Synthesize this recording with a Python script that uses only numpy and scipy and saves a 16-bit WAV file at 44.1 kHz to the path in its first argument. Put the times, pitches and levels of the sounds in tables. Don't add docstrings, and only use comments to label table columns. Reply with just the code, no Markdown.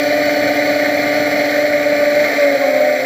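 import sys
import numpy as np
from scipy import signal
from scipy.fft import rfft, irfft
from scipy.io import wavfile

SR = 44100
rng = np.random.default_rng(int(sys.argv[2]) if len(sys.argv) > 2 else 0)


def ratio(d):
    e = np.asarray(d, float) / 20
    return 10 ** e


def pcm_store(signal):
    levels = np.round(np.clip(np.atleast_2d(signal), -1, 1) * 32767)
    wavfile.write(sys.argv[1], SR, levels.astype(np.int16).T)


N = 134505
T = np.arange(N) / SR

# [t/s, shaft f/Hz, blade thump level/dB, frame shake level/dB]
NEAR = [(0.0, 147.7, -24.9, -17.9), (0.09, 147.4, -24.9, -17.9), (0.17, 148.7, -24.8, -16.7),
        (0.26, 147.3, -24.7, -16.5), (0.37, 147.9, -23.9, -18.8), (0.57, 147.1, -23.6, -21.2),
        (0.7, 147.1, -23.3, -18.3), (0.79, 147.7, -24.6, -18.2), (1.02, 147.4, -23.8, -21.7),
        (1.1, 146.9, -24.3, -21.8), (1.21, 148.5, -23.0, -20.2), (1.3, 146.9, -23.6, -18.8),
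        (1.43, 147.5, -24.2, -21.0), (1.51, 146.5, -24.6, -18.8), (1.61, 148.1, -24.8, -16.9),
        (1.67, 147.4, -25.4, -14.8), (1.74, 147.4, -25.9, -15.4), (1.82, 146.1, -25.8, -17.2),
        (1.92, 147.0, -24.9, -15.3), (2.01, 145.8, -25.6, -13.2), (2.07, 146.5, -26.4, -14.3),
        (2.13, 146.4, -26.7, -13.5), (2.22, 148.6, -28.2, -14.0), (2.26, 147.9, -28.1, -17.0),
        (2.33, 145.5, -27.0, -36.0), (2.4, 145.2, -28.1, -13.0), (2.43, 144.3, -29.0, -12.0),
        (2.53, 140.4, -25.7, -17.0), (2.66, 134.5, -28.2, -18.3), (2.72, 132.6, -26.5, -21.9),
        (2.83, 131.6, -30.3, -23.2), (2.9, 129.4, -31.8, -27.5), (2.95, 129.7, -31.9, -25.4),
        (3.04, 131.2, -33.5, -22.3)]
SECOND = [(0.0, 140.1, -28.1, -25.0), (0.16, 140.0, -28.1, -25.0), (0.27, 138.8, -29.7, -28.7),
          (0.4, 139.7, -30.9, -25.9), (0.47, 139.2, -29.9, -26.2), (0.58, 139.8, -30.1, -24.4),
          (0.78, 138.5, -31.2, -32.2), (0.9, 139.2, -29.7, -25.5), (1.04, 138.5, -31.2, -31.9),
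          (1.41, 139.4, -32.4, -28.4), (1.52, 138.0, -34.6, -30.7), (1.61, 138.7, -33.9, -26.5),
          (1.73, 138.7, -35.8, -34.8), (1.82, 136.8, -36.4, -34.8), (1.94, 138.4, -32.8, -30.5),
          (2.11, 135.6, -36.2, -34.3), (2.23, 136.7, -40.6, -32.2), (2.3, 136.1, -36.1, -36.0),
          (2.45, 141.3, -30.9, -29.0), (2.56, 143.0, -29.7, -23.0), (2.65, 147.0, -36.7, -17.5),
          (2.76, 149.2, -37.0, -13.0), (2.87, 150.4, -36.3, -10.5), (2.96, 149.0, -37.2, -15.5),
          (3.04, 143.1, -36.9, -27.0)]
THIRD = [(0, 126.5, -46, -50), (.8, 124.3, -35, -44), (1.6, 122, -35, -44), (2.1, 119.4, -46, -49),
         (2.25, 113.6, -51, -32), (2.36, 118, -49, -30.5), (2.5, 125, -37.5, -35), (2.58, 134.5, -27, -17),
         (2.63, 140, -52, -11.5), (2.75, 139, -35, -27), (2.9, 137.8, -40, -27), (3.05, 137.7, -34, -37)]
# [t/s, wash level/dB, blade load level/dB, tip hiss level/dB]
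AIR = [
    (0, -54, -22.5, -31),
    (.4, -47, -21.5, -31),
    (1.55, -50.5, -21, -31.5),
    (1.75, -51.5, -22.5, -33.5),
    (2.1, -50.5, -21.5, -33),
    (2.25, -51, -19.5, -31),
    (2.41, -58.5, -19.5, -31.5),
    (2.49, -58, -22, -33),
    (2.75, -61, -24, -34),
    (3.05, -58, -22.5, -34.5),
]


def evened(x):
    return x / np.sqrt(np.mean(x ** 2) + 1e-20)


def slow(rate_hz):
    sos = signal.butter(2, [rate_hz / 10, rate_hz], "band", fs=SR, output="sos")
    noise = rng.standard_normal(N + SR)
    return evened(signal.sosfilt(sos, noise)[SR:])


def curve(table, order):
    rows = np.array(table, float)
    return np.interp(T, rows[:, 0], rows[:, order])


def turns(hz):
    return 2 * np.pi * np.cumsum(hz) / SR


def colour(x, points):
    hz = np.fft.rfftfreq(N, 1 / SR) + 1
    f, db = np.transpose(points)
    octaves_out = np.log2(np.maximum(hz / f[-1], 1) * np.maximum(f[0] / hz, 1))
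    gain_db = np.interp(np.log(hz), np.log(f), db) - 60 * octaves_out
    return evened(irfft(rfft(x) * ratio(gain_db), N))


def chopped(depth, gusts_db):
    near, second = turns(curve(NEAR, order=1)), turns(curve(SECOND, order=1))
    chop = np.cos(2 * near) + 0.48 * np.cos(2 * second) + 0.083 * np.cos(near)
    return np.exp(depth * chop) * ratio(gusts_db * slow(37)) * rng.standard_normal(N)


def electrics():
    # [f/Hz, level/dB, waver/Hz]
    whistles = [(7604, -48, 4), (7643, -56, 4), (7328, -61, 8), (15210, -60, 8), (14930, -62, 10)]
    # [t/s, f/Hz, level/dB]
    winding = [
        (2.6, 14470, -62),
        (2.68, 14490, -50),
        (2.75, 14650, -45),
        (2.82, 14745, -45),
        (2.857, 14670, -46),
        (2.91, 14770, -45),
        (2.94, 14620, -48),
        (2.97, 14350, -65),
    ]
    steady = 0
    for f, db, waver_hz in whistles:
        steady = steady + ratio(db + 0.64 * slow(23)) * np.cos(turns(f + waver_hz * slow(3)))
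    on = (T > winding[0][0]) & (T < winding[-1][0])
    hz = curve(winding, order=1) + 6 * slow(30)
    whine = on * ratio(curve(winding, order=2) + slow(20)) * np.cos(turns(hz))
    return np.sqrt(2) * (steady + whine)


def panels():
    # [f/Hz, width/Hz, level/dB]
    panel_modes = [(559, 27, -33.5), (611, 29, -33), (686, 13, -35.5), (1208, 46, -41), (1494, 157, -34),
                   (1812, 33, -37), (2122, 30, -31.5), (4050, 470, -42), (5900, 74, -56),
                   (7210, 1000, -48.5)]
    hz = np.fft.rfftfreq(N, 1 / SR)
    hiss = rfft(chopped(depth=0.29, gusts_db=1.7))
    ringing = 0
    for f, width_hz, db in panel_modes:
        ring = np.fft.ifft(hiss / (1 + (2 * (hz - f) / width_hz) ** 2), N)
        flex = np.exp(1j * turns(0.012 * f * slow(5)))
        ringing = ringing + ratio(db) * evened((ring * flex).real)
    load = ratio(curve(AIR, order=2))
    return (load / load.mean()) ** 0.87 * ringing


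def airflow():
    # [f/Hz, level/dB per Hz]
    wash_colour = [(25, -33), (49, -19.5), (102, -9.5), (167, -5.5), (240, -3)]
    frame_colour = [(230, -25.5), (270, -27), (340, -20.5), (510, -15), (570, -8), (620, -8.5),
                    (770, -19.5), (990, -26)]
    case_colour = [(1000, -18.5), (1170, -11), (1300, -13.5), (1600, -6.5), (1780, 0.5), (2130, 3.5),
                   (2420, -3.5), (2800, -27)]
    port_colour = [(2900, -12.5), (3350, -7.5), (3550, -11), (4280, -2), (4870, -11.5), (6150, -11.5),
                   (6550, -24), (8500, -34.5)]
    fizz_colour = [(9300, -15), (10000, -10.5), (10550, -3), (11050, -10), (11800, -5.5), (12400, -9.5),
                   (13500, 1.5), (15300, 2)]
    frame_db, case_db, port_db, fizz_db, wash_db = -3, -1.5, -0.5, -7.5, 11

    frame = ratio(frame_db) * colour(chopped(depth=0.071, gusts_db=-0.2), frame_colour)
    case = ratio(case_db) * colour(chopped(depth=0.25, gusts_db=1.0), case_colour)
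    port = ratio(port_db) * colour(chopped(depth=0.31, gusts_db=0.5), port_colour)
    fizz = ratio(fizz_db) * colour(chopped(depth=0.25, gusts_db=-0.6), fizz_colour)
    wash = ratio(wash_db + 2.1 * slow(5.9)) * colour(rng.standard_normal(N), wash_colour)

    tip_db = curve(AIR, order=3) + 0.32 * slow(3.6)
    fizz_tip_db = tip_db.mean() + 0.85 * (tip_db - tip_db.mean())
    turbulence = ratio(curve(AIR, order=2)) * (frame + case) + ratio(tip_db) * port + ratio(fizz_tip_db) * fizz
    eddies = ratio(0.59 * slow(55))
    return ratio(curve(AIR, order=1)) * wash + eddies * turbulence


def arms_db(hz):
    # [f/Hz, width/Hz, level/dB]
    arm_modes = [(670, 30, -10), (815, 18, 11), (850, 12, -9), (1030, 16, -10), (1055, 12, 8),
                 (1085, 12, 10), (1115, 14, -12), (1155, 16, 11), (3600, 300, -14)]
    grid_hz = np.linspace(hz.min(), hz.max(), 200)
    lift_db = sum(db * np.exp(-((grid_hz - f) / width_hz) ** 2) for f, width_hz, db in arm_modes)
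    return np.interp(hz, grid_hz, lift_db)


def rotor(table, orders, shiver_hz=0.3):
    hz = curve(table, order=1)
    shaft = turns(hz + shiver_hz * slow(22))
    blade_db, shake_db = curve(table, order=2), curve(table, order=-1)
    hum = 0
    for multiple, db, share in orders:
        k = round(multiple)
        level_db = db + blade_db + share * (shake_db - blade_db) + arms_db(k * hz)
        flutter_db = min(0.4 * multiple, 2.6) * slow(26)
        line = np.cos(k * shaft + 2 * np.pi * rng.random())
        hum = hum + np.sqrt(2) * ratio(level_db + flutter_db) * line
    return hum


def far_rotor():
    # [t/s, shaft f/Hz, level/dB]
    far_shaft = [(0.0, 105.9, -42.1), (0.1, 106.5, -42.1), (0.19, 105.7, -45.5), (0.27, 106.3, -41.0),
                 (0.38, 104.9, -44.1), (0.47, 105.3, -41.9), (0.56, 104.6, -44.8), (0.71, 105.6, -43.0),
                 (0.82, 104.5, -45.7), (0.92, 104.3, -45.1), (1.03, 104.4, -45.1), (1.12, 105.7, -42.1),
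                 (1.25, 103.7, -46.1), (1.33, 105.3, -45.3), (1.42, 104.0, -45.1), (1.54, 105.6, -46.4),
                 (1.59, 104.5, -46.9), (1.67, 104.6, -47.4), (1.73, 103.8, -48.1), (1.83, 104.8, -46.7),
                 (1.93, 103.9, -49.6), (2.03, 105.2, -46.4), (2.18, 105.4, -51.2), (2.32, 106.9, -55.1),
                 (2.45, 107.0, -65.0)]
    # [multiple, level/dB, share following frame shake/0-1]
    far_orders = [(1, -5, 0), (2, -8.5, 0), (14, -0.5, 0), (20, -4, 0), (28, -1, 0), (42, 4.5, 0)]
    return rotor(far_shaft, far_orders, shiver_hz=0.2)


def third_rotor():
    # [multiple, level/dB, share following frame shake/-1 to 1, negative opposes it]
    third_orders = [(1, -12.5, -0.19), (2, -5, 0.57), (4, -1, 0.94), (5, 6, -0.065)]
    return rotor(THIRD, third_orders)


def sum_tone():
    hz = 4 * curve(SECOND, order=1) + curve(THIRD, order=1) + 2.8 * slow(36)
    level_db = -17 + 0.52 * curve(SECOND, order=3) + 2.5 * slow(45)
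    return ratio(level_db) * np.cos(turns(hz))


def second_rotor():
    # [multiple, level/dB, share following frame shake/0-1]
    second_orders = [(1, -21.5, 0.27), (2, 0.5, 0.067), (3, -22.5, 0.88), (4, -2, 1), (5, 3.5, 0.073),
                     (6, -22.5, 0.56), (13, -12, 0), (14, -5.5, 0.1), (15, -8.5, 0.52), (17, -11, 0),
                     (21, -31.5, 0), (28, -21, 0)]
    return rotor(SECOND, second_orders)


def near_rotor():
    # [multiple, level/dB, share following frame shake/-1 to 1, negative opposes it]
    near_orders = [(1, -28, 0), (2, 0, 0.01), (3, -13.5, 0.13), (4.04, 0.5, 0.97), (5.04, -3, -.3),
                   (6, -15, -0.1), (7, -37, 0), (8, -18.5, 0), (10, -20, 0.6), (12, -15, 0), (14, -30, 0),
                   (16, -17.5, 0.16), (28, -22, 0.2)]
    return rotor(NEAR, near_orders)


def scene():
    hum = far_rotor() + third_rotor() + sum_tone() + second_rotor() + near_rotor()
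    return (electrics() + panels() + airflow() + hum)[None]


def low_pass(x):
    return signal.sosfilt(signal.butter(12, 16090, fs=SR, output="sos"), x)


def record(dry):
    # [f/Hz, width/Hz, depth/0-1]
    hollows = [(991, 63, 0.78), (2860, 73, 0.1), (784, 22, 0.3), (659, 21, 0.23)]
    notch_low_hz, notch_high_hz, edge_hz = 8700, 9110, 15330
    hz = np.fft.rfftfreq(N, 1 / SR)
    outside_hz = np.maximum(notch_low_hz - hz, hz - notch_high_hz)
    gain = np.clip(outside_hz / 250, 0, 1) * (hz < edge_hz)
    for f, width_hz, depth in hollows:
        gain = gain * (1 - np.clip(depth, 0, 1) / (1 + ((hz - f) / width_hz) ** 2))
    return low_pass(irfft(rfft(dry) * gain, N))


dry = scene()
out = record(dry)
pcm_store(out)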